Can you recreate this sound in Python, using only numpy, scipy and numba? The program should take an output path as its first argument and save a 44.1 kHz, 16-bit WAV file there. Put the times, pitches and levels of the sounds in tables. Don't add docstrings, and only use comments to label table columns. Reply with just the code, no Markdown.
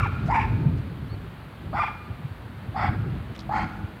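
import sys
import numpy as np
from scipy import signal
from scipy.fft import rfft, irfft
from scipy.io import wavfile
from scipy.ndimage import uniform_filter1d
from numba import njit

SR = 44100
rng = np.random.default_rng(int(sys.argv[2]) if len(sys.argv) > 2 else 0)


def transcribe(signal):
    frames = np.atleast_2d(signal).T
    limited = np.clip(frames, -1, 1)
    pcm = np.round(limited * 32767).astype(np.int16)
    wavfile.write(sys.argv[1], SR, pcm)


def gain_from_db(level_db):
    decades = np.asarray(level_db, float) / 20
    return 10 ** decades


N = 176400
T = np.arange(N) / SR

# freq_hz, density_db
TOWN_SPECTRUM = [(200, -0.5), (600, 1.5), (1300, 0.5), (3300, -10), (4500, -16), (5200, -27.5), (6200, -30),
                 (15900, -29)]
TOWN_DB = -47
# time_s, level_db
TRAFFIC = [(0, 2), (.9, -2), (1.4, -2.5), (2.5, -2.5), (3.2, -1.5), (4, -2.5)]
# freq_hz, level_db
MOTOR_TONES = [(204.6, -48), (323.0, -52)]
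MOTOR_SWELL_S = (3.301, 3.45, 3.8, 4.0)
# freq_hz, level_db
WHINE = [(13001, -93), (14998, -87)]

# time_s, level_db
GUST = [(0, -26), (.3, -26), (0.57, -24), (.66, -22), (.84, -29), (1.2, -35.5), (1.45, -40.5),
        (1.75, -31.5), (2.0, -40), (2.27, -36), (2.47, -41), (2.62, -36), (2.76, -35), (2.9, -27),
        (3.15, -28.5), (3.4, -36.5), (3.579, -31.5), (4, -40)]
# freq_hz, density_db
WIND_SPECTRUM = [(22, -72), (50, -4), (110, -1), (215, -10), (380, -20), (700, -36)]
# start_s, peak_db, pitch_hz
BUFFETS = [(0.025, -3, 111), (0.126, -8, 93), (0.612, -7.5, 137), (0.658, -3, 150.6), (1.11, -18, 124),
           (1.657, -21, 109), (1.69, -21.5, 119), (1.744, -17, 93), (2.103, -15, 96), (2.311, -18, 96.4),
           (2.576, -20.5, 127), (2.833, -25, 91), (0.151, -16, 101), (.7, -10, 108.4), (3.016, -15, 98),
           (3.121, -20, 153), (3.151, -15, 137), (3.2, -14, 103), (2.245, -14.5, 128), (2.685, -14, 107),
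           (2.886, -6.5, 89.5), (2.99, -12, 119.5), (3.065, -16, 134), (3.838, -13.5, 95.5)]
BUFFET_S = 0.0094

# time_s, pitch_hz, level_db
CHIRP = [
    (1.091, 3610, -82),
    (1.097, 4070, -56),
    (1.107, 4410, -61),
    (1.141, 4470, -54.5),
    (1.15, 4170, -61),
    (1.158, 4470, -84),
]
# time_s, pitch_hz, level_db
PIP = [
    (1.071, 5100, -86),
    (1.078, 5400, -71),
    (1.085, 6130, -74),
    (1.091, 6300, -91),
]

# start_s, peak_db, ring_hz
TICKS = [(3.019, -54, 4000), (3.152, -54, 4000), (3.225, -54, 3500), (3.3495, -43, 2600),
         (3.352, -42, 3000), (3.3545, -40, 2200), (3.358, -45, 4500), (3.3628, -32, 3000),
         (3.3795, -47, 5200), (3.3912, -35, 4000), (3.3925, -35, 4600), (3.3944, -33, 3600),
         (3.4025, -37, 4300), (3.4045, -37, 3600), (3.409, -40, 4500), (3.42, -43, 3800),
         (3.586, -46, 7500), (3.735, -55, 5000)]
TICK_TOP_HZ = 9500
# start_s, length_s, level_db
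SCUFFS = [
    (0, 0.056, -58.5),
    (0.258, .035, -57.5),
    (0.772, 0.025, -63),
    (3.363, 0.0224, -79),
    (3.412, 0.0272, -68),
]
START_CLICK_DB, START_CLICK_S = -44.5, .002

# time_s, pitch_hz, level_db, roughness_0_1, mouth_opening_0_1
YAP_1 = [
    (-.06, 1200, -38, 0.03, 0.8),
    (-.035, 1372, -21, .3, 0.84),
    (.01, 1320, -24, 0.19, 0.82),
    (0.023, 1199, -42, 0.42, 1),
    (.035, 1196, -27.5, 0.08, 0.9),
    (0.048, 1066, -36, 0.46, 1.15),
    (0.063, 819, -28, 0, 0.87),
    (0.073, 760, -34.5, 0.1, 0.98),
]
YAP_2 = [
    (.281, 648.4, -42, 0.12, 0.038),
    (0.291, 702.4, -28, 0.11, 0.15),
    (0.314, 821.7, -22.5, 0.52, 0.76),
    (0.333, 1002, -22.5, 0.21, 0.8),
    (.346, 844.5, -25.5, 0.99, 1),
    (0.356, 907.7, -21.5, 0.5, 1),
    (.386, 907.5, -22.5, 0.11, 0.7),
    (0.399, 803, -21.5, 0.15, 1),
    (0.411, 700, -50, 0.44, 0.052),
]
YAP_3 = [(1.727, 642, -41, 0.3, 0.054), (1.735, 694.4, -29.5, 0.67, 0.066), (1.751, 783.7, -27, 0.35, 0.75),
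         (1.764, 787, -27, 0.55, 0.75), (1.785, 727.3, -26.5, 0.66, 0.87), (1.794, 771, -22, 0.29, 0.58),
         (1.797, 1210, -21.5, 0.044, 0.86), (1.821, 1186, -22.5, 0.042, 1.12),
         (1.828, 1030, -31, 0.36, 1.04), (1.838, 810, -23, 0.19, 0.3), (1.848, 755, -37.5, 0.18, 0.091)]
YAP_4 = [
    (2.742, 715.3, -52, 0.13, 0),
    (2.756, 789.5, -28, 0.33, 0),
    (2.775, 810, -30, 0.85, 0.53),
    (2.796, 655.4, -31.5, 0.4, 0.63),
    (2.827, 677, -28.5, 0.55, 0.78),
    (2.847, 830.3, -24.5, 0.49, 0.12),
    (2.857, 760, -24, 0.089, 0.88),
    (2.871, 690, -57, 0.18, 0),
]
YAP_5 = [
    (3.486, 711, -66, 0.48, 0.22),
    (3.494, 760, -29.5, 0.33, 0),
    (3.519, 808.8, -27.5, 0.5, 0.46),
    (3.553, 882.4, -26.5, 0.81, 0.94),
    (3.565, 862.3, -26, 0.39, 1),
    (3.583, 847.5, -26.5, 0.85, 0.5),
    (3.598, 760, -26, 0.16, 1),
    (3.612, 700, -84, .3, 0.58),
]
# closed_hz, open_hz, width_hz, closed_db, open_db
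TRACT = [(760, 957, 350, -6, 4.5), (1200, 1464, 333, -15.5, -0.5), (1730, 1573, 75, -32.5, -1.5),
         (1620, 2140, 425, -26, 2.5), (3440, 3440, 280, -47, -17), (4540, 4750, 560, -38.5, -23.5),
         (4900, 5550, 450, -45.5, -29), (7000, 6560, 1400, -58, -34.5), (8400, 8400, 3000, -73, -38)]
# mouth_size_factor, res1_db, res2_db, res3_db, res4_db
VOICING = [
    (1.08, 3, -8, 9.5, 1.5),
    (1.046, 4, -6, 4.5, 4.5),
    (0.989, -2, 3, -5, -0.5),
    (0.998, -2, 3.5, 1.5, 4),
    (0.933, -1, 3.5, 5.5, 0.5),
]
RINGS = [
    (-1, -1, -6, -5, -1),
    (-5, 0.5, -1.5, 4, -1),
    (3, 0, -3, -3, -6),
    (9, 2, 3.5, 2, 0),
    (-5, 0.5, 2, 5, -7),
]
# growl_hz, speedup_hz_per_s, depth_db
GROWL = [
    (44.5, -10, 2),
    (49.7, -2.5, 1.5),
    (56, -1, 2),
    (60.7, 0, 5.5),
    (37, 170, 5),
]
JITTER, SHIMMER_DB, CHAOS_HZ, CORD_TILT = .18, 3.5, 180, .6
BREATH_DB, FLUTTER_HZ, FLUTTER_DB = 2, 60, 3
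PATCH_HZ, PATCH_DB = 25, 2.5
LEAD_S = .1

# lag_s, level_db, far_tail_db
WALL = [
    (0.059, -16, 2.5),
    (0.055, -8.5, 3.5),
    (.0465, -6.5, 1.5),
    (0.034, -5.5, 3),
    (.0477, -6, 5.5),
]
WALL_TILT, SCATTER_S, SCATTER_DB = 1, 0.016, -3
FAR_ECHO_S, FAR_ECHO_DB = 0.068, -12.5
TAIL_DB, TAIL_T60_S, TAIL_START_S, TAIL_HZ, TAIL_WIDTH_HZ = -9.5, 1, 0.033, 1910, 2800
# freq_hz, width_hz, level_db
NICHES = [
    (1460, 70, 11),
    (1640, 60, 10),
    (2460, 120, 9.5),
    (6000, 3500, 6),
]


def unit(x):
    return x / np.sqrt(np.mean(x ** 2) + 1e-30)


@njit
def moving_band(x, hz, width_hz):
    y, b, l = np.empty(len(x)), 0., 0.
    for i in range(len(x)):
        g, k = np.tan(np.pi * hz[i] / SR), width_hz / hz[i]
        v = (b + g * (x[i] - l)) / (1 + g * (g + k))
        b, l, y[i] = 2 * v - b, l + 2 * g * v, k * v
    return y


def band(x, hz, width_hz):
    return moving_band(x, np.full(len(x), 1. 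* hz), 1. * width_hz)


def walk(rate_hz, size=N):
    k = max(int(SR / rate_hz), 1)
    held = np.repeat(rng.standard_normal(N // 50)[:size // k + 1], k)
    return 1.288 * uniform_filter1d(uniform_filter1d(held, k), k)[:size]


def bands(table, step_oct, wobble_db):
    hz, db = np.array(table).T
    f, out = np.arange(N // 2 + 1) * SR / N + 1e-3, 0
    shape = gain_from_db(np.interp(np.log(f), np.log(hz), db)) * (f > hz[0]) * (f < hz[-1])
    for centre in hz[0] * 2 ** np.arange(0, np.log2(hz[-1] / hz[0]) + step_oct, step_oct):
        part = np.sqrt(np.clip(1 - np.abs(np.log2(f / centre)) / step_oct, 0, 1))
        noise = irfft(rfft(rng.standard_normal(N)) * shape * part, N)
        out = out + gain_from_db(wobble_db(centre)) * noise
    return unit(out)


def town():
    swell_db = .5 * walk(0.24) + np.interp(T, *np.array(TRAFFIC).T)
    out = bands(TOWN_SPECTRUM, 0.508, lambda hz: (swell_db + 0.6 * walk(27)) * (hz < 7000)) * gain_from_db(TOWN_DB)
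    swell = np.interp(T, MOTOR_SWELL_S, (0, 1, 1, 0))
    for hz, db in MOTOR_TONES:
        level = gain_from_db(db + 6.5 + 2.5 * walk(18)) * swell
        out = out + level * np.sin(2 * np.pi * np.cumsum(hz * (1 + 0.0142 * walk(12))) / SR)
    return out + sum(gain_from_db(db - 4) * np.sin(2 * np.pi * hz * T) for hz, db in WHINE)


def wind():
    s, db = np.array(GUST).T
    eddy = walk(21.63)
    out = bands(WIND_SPECTRUM, .5, lambda hz: 1.98 * eddy + 2.46 * walk(hz / 6) * min(hz / 100, 1))
    out = out * gain_from_db(np.interp(T, s, db) - 1.5)
    for s, db, hz in BUFFETS:
        u = (T - s) / BUFFET_S - 1
        out = out + gain_from_db(db - 9.5) * np.exp(-u ** 2) * np.sin(2 * np.pi * hz * (T - s))
    return out


def bird():
    out = 0
    for rows in (CHIRP, PIP):
        s, hz, db = np.array(rows).T
        level = gain_from_db(np.interp(T, s, db + 3.5, -150, -150))
        out = out + level * np.sin(2 * np.pi * np.cumsum(np.interp(T, s, hz)) / SR)
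    return out


def gravel():
    out, t = np.zeros(N), T[:400]
    for s, db, hz in TICKS:
        impact = rng.standard_normal(len(t)) * np.exp(-t / .0012)
        ring = 4 * band(band(impact, hz, 1600), hz, 2500)
        crack = .1 * band(impact, 7500, 5000) + ring + 1.5 * band(impact, 2200, 1500)
        out[int(s * SR):int(s * SR) + len(t)] += gain_from_db(db) * crack / np.abs(crack).max()
    out = signal.sosfilt(signal.butter(6, TICK_TOP_HZ, fs=SR, output="sos"), out)
    out = out + gain_from_db(START_CLICK_DB) * rng.standard_normal(N) * np.exp(-T / START_CLICK_S)
    grit = unit(band(band(rng.standard_normal(N) * gain_from_db(1.1 * walk(540)), 3700, 4200), 3700, 6000))
    for s, length, db in SCUFFS:
        gate = np.clip(np.minimum((T - s) / 0.0015, (s + length - T) / 0.0093), 0, 1)
        out = out + gain_from_db(db) * gate * grit
    return out


def vocal_cords(hz, rough):
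    n = len(hz)
    jitter = np.clip(JITTER * rough * walk(3 * CHAOS_HZ, size=n), -.6, .6)
    phase = 2 * np.pi * np.cumsum(hz * (1 + jitter)) / SR
    cords = unit(sum(np.cos(k * phase) / k ** CORD_TILT * (k * hz < 11000) for k in range(1, 15)))
    cords = cords * gain_from_db(SHIMMER_DB * rough * walk(CHAOS_HZ, size=n))
    breath = gain_from_db(BREATH_DB) * (1 + np.cos(phase)) * rng.standard_normal(n)
    return (1 - .5 * rough) * cords + (rough + 0.4) * breath


def yap(rows, voicing, growl, rings_db):
    s, hz, db, rough, mouth = np.array(rows, float).T
    start, n = int((s[0] + LEAD_S) * SR), int(.2 * SR)
    t = s[0] + T[:n]
    hz, rough, mouth = (np.interp(t, s, c) for c in (hz, np.clip(rough, 0, 1), mouth))
    source = vocal_cords(hz, rough)
    flutter_db = FLUTTER_DB * np.sqrt(rough) * walk(2 * FLUTTER_HZ, size=n) * 0.34
    mouth_size, colour_db = voicing[0], list(voicing[1:]) + list(rings_db)
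    opened = uniform_filter1d(mouth, int(.02 * SR), origin=int(.01 * SR) - 1)
    parts = []
    for k, (shut_hz, open_hz, width_hz, shut_db, open_db) in enumerate(TRACT):
        centre = mouth_size * (shut_hz + (open_hz - shut_hz) * mouth)
        patch_db = PATCH_DB * walk(PATCH_HZ, size=n) * (k > 3)
        level_db = patch_db + colour_db[k] + shut_db + (open_db - shut_db) * opened
        ring = moving_band(moving_band(source, centre, 1. * width_hz), centre, 1.5 * width_hz)
        parts.append((-1) ** k * gain_from_db(level_db) * ring)
    voice = sum(parts)
    loudness = np.sqrt(uniform_filter1d(voice ** 2, int(0.02 * SR)) + 1e-9)
    growl_hz, speedup, growl_db = growl
    turns = 0.19 + growl_hz * T[:n] + speedup / 2 * T[:n] ** 2
    chop_db = growl_db * (np.abs(np.sin(np.pi * turns)) * 2 - 1.3)
    voice = (gain_from_db(chop_db) * parts[0] + gain_from_db(0.21 * chop_db) * (voice - parts[0])) / loudness
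    out = np.zeros(N + int(LEAD_S * SR))
    out[start:start + n] = voice * gain_from_db(np.interp(t, s, db, right=-150) + flutter_db)
    return out


def brick_wall():
    scatter = unit(rng.standard_normal(SR)) * np.exp(-T[:SR] / SCATTER_S)
    wall = gain_from_db(SCATTER_DB) * scatter / np.sqrt(SCATTER_S * SR / 2)
    wall[0] = 1
    return wall + gain_from_db(FAR_ECHO_DB) * np.roll(wall, int(FAR_ECHO_S * SR))


def house_fronts():
    t = T[:SR]
    decay = gain_from_db(-60 * t / TAIL_T60_S + 3.7 * walk(42.6, size=SR))
    noise = rng.standard_normal(SR) * decay * np.clip(t / TAIL_START_S, 0, 1) ** 2
    tail = band(noise, TAIL_HZ, TAIL_WIDTH_HZ)
    tail = tail + sum(gain_from_db(db) * band(noise, hz, width_hz) for hz, width_hz, db in NICHES)
    return gain_from_db(TAIL_DB) * tail / np.sqrt(np.sum(tail ** 2)) / 3


def dog():
    wall, tail = brick_wall(), house_fronts()
    direct, echo, far = 0, 0, 0
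    yaps = (YAP_1, YAP_2, YAP_3, YAP_4, YAP_5)
    for rows, (lag_s, db, far_db), voicing, growl, rings_db in zip(yaps, WALL, VOICING, GROWL, RINGS):
        one = yap(rows, voicing, growl, rings_db)
        back = gain_from_db(db) * np.roll(one, int(lag_s * SR))
        direct = direct + one
        echo = echo + back
        far = far + gain_from_db(far_db) * (one + back)
    echo = signal.fftconvolve(echo + WALL_TILT * band(echo, 3140, 2500), wall)[:len(direct)]
    return (direct + echo + signal.fftconvolve(far, tail)[:len(direct)])[-N:]


def scene():
    return (town() + wind() + bird() + gravel() + dog())[None]


def band_limit(x):
    return signal.sosfilt(signal.butter(12, 15720, fs=SR, output="sos"), x)


def record(dry):
    return band_limit(dry)


dry = scene()
out = record(dry)
transcribe(out)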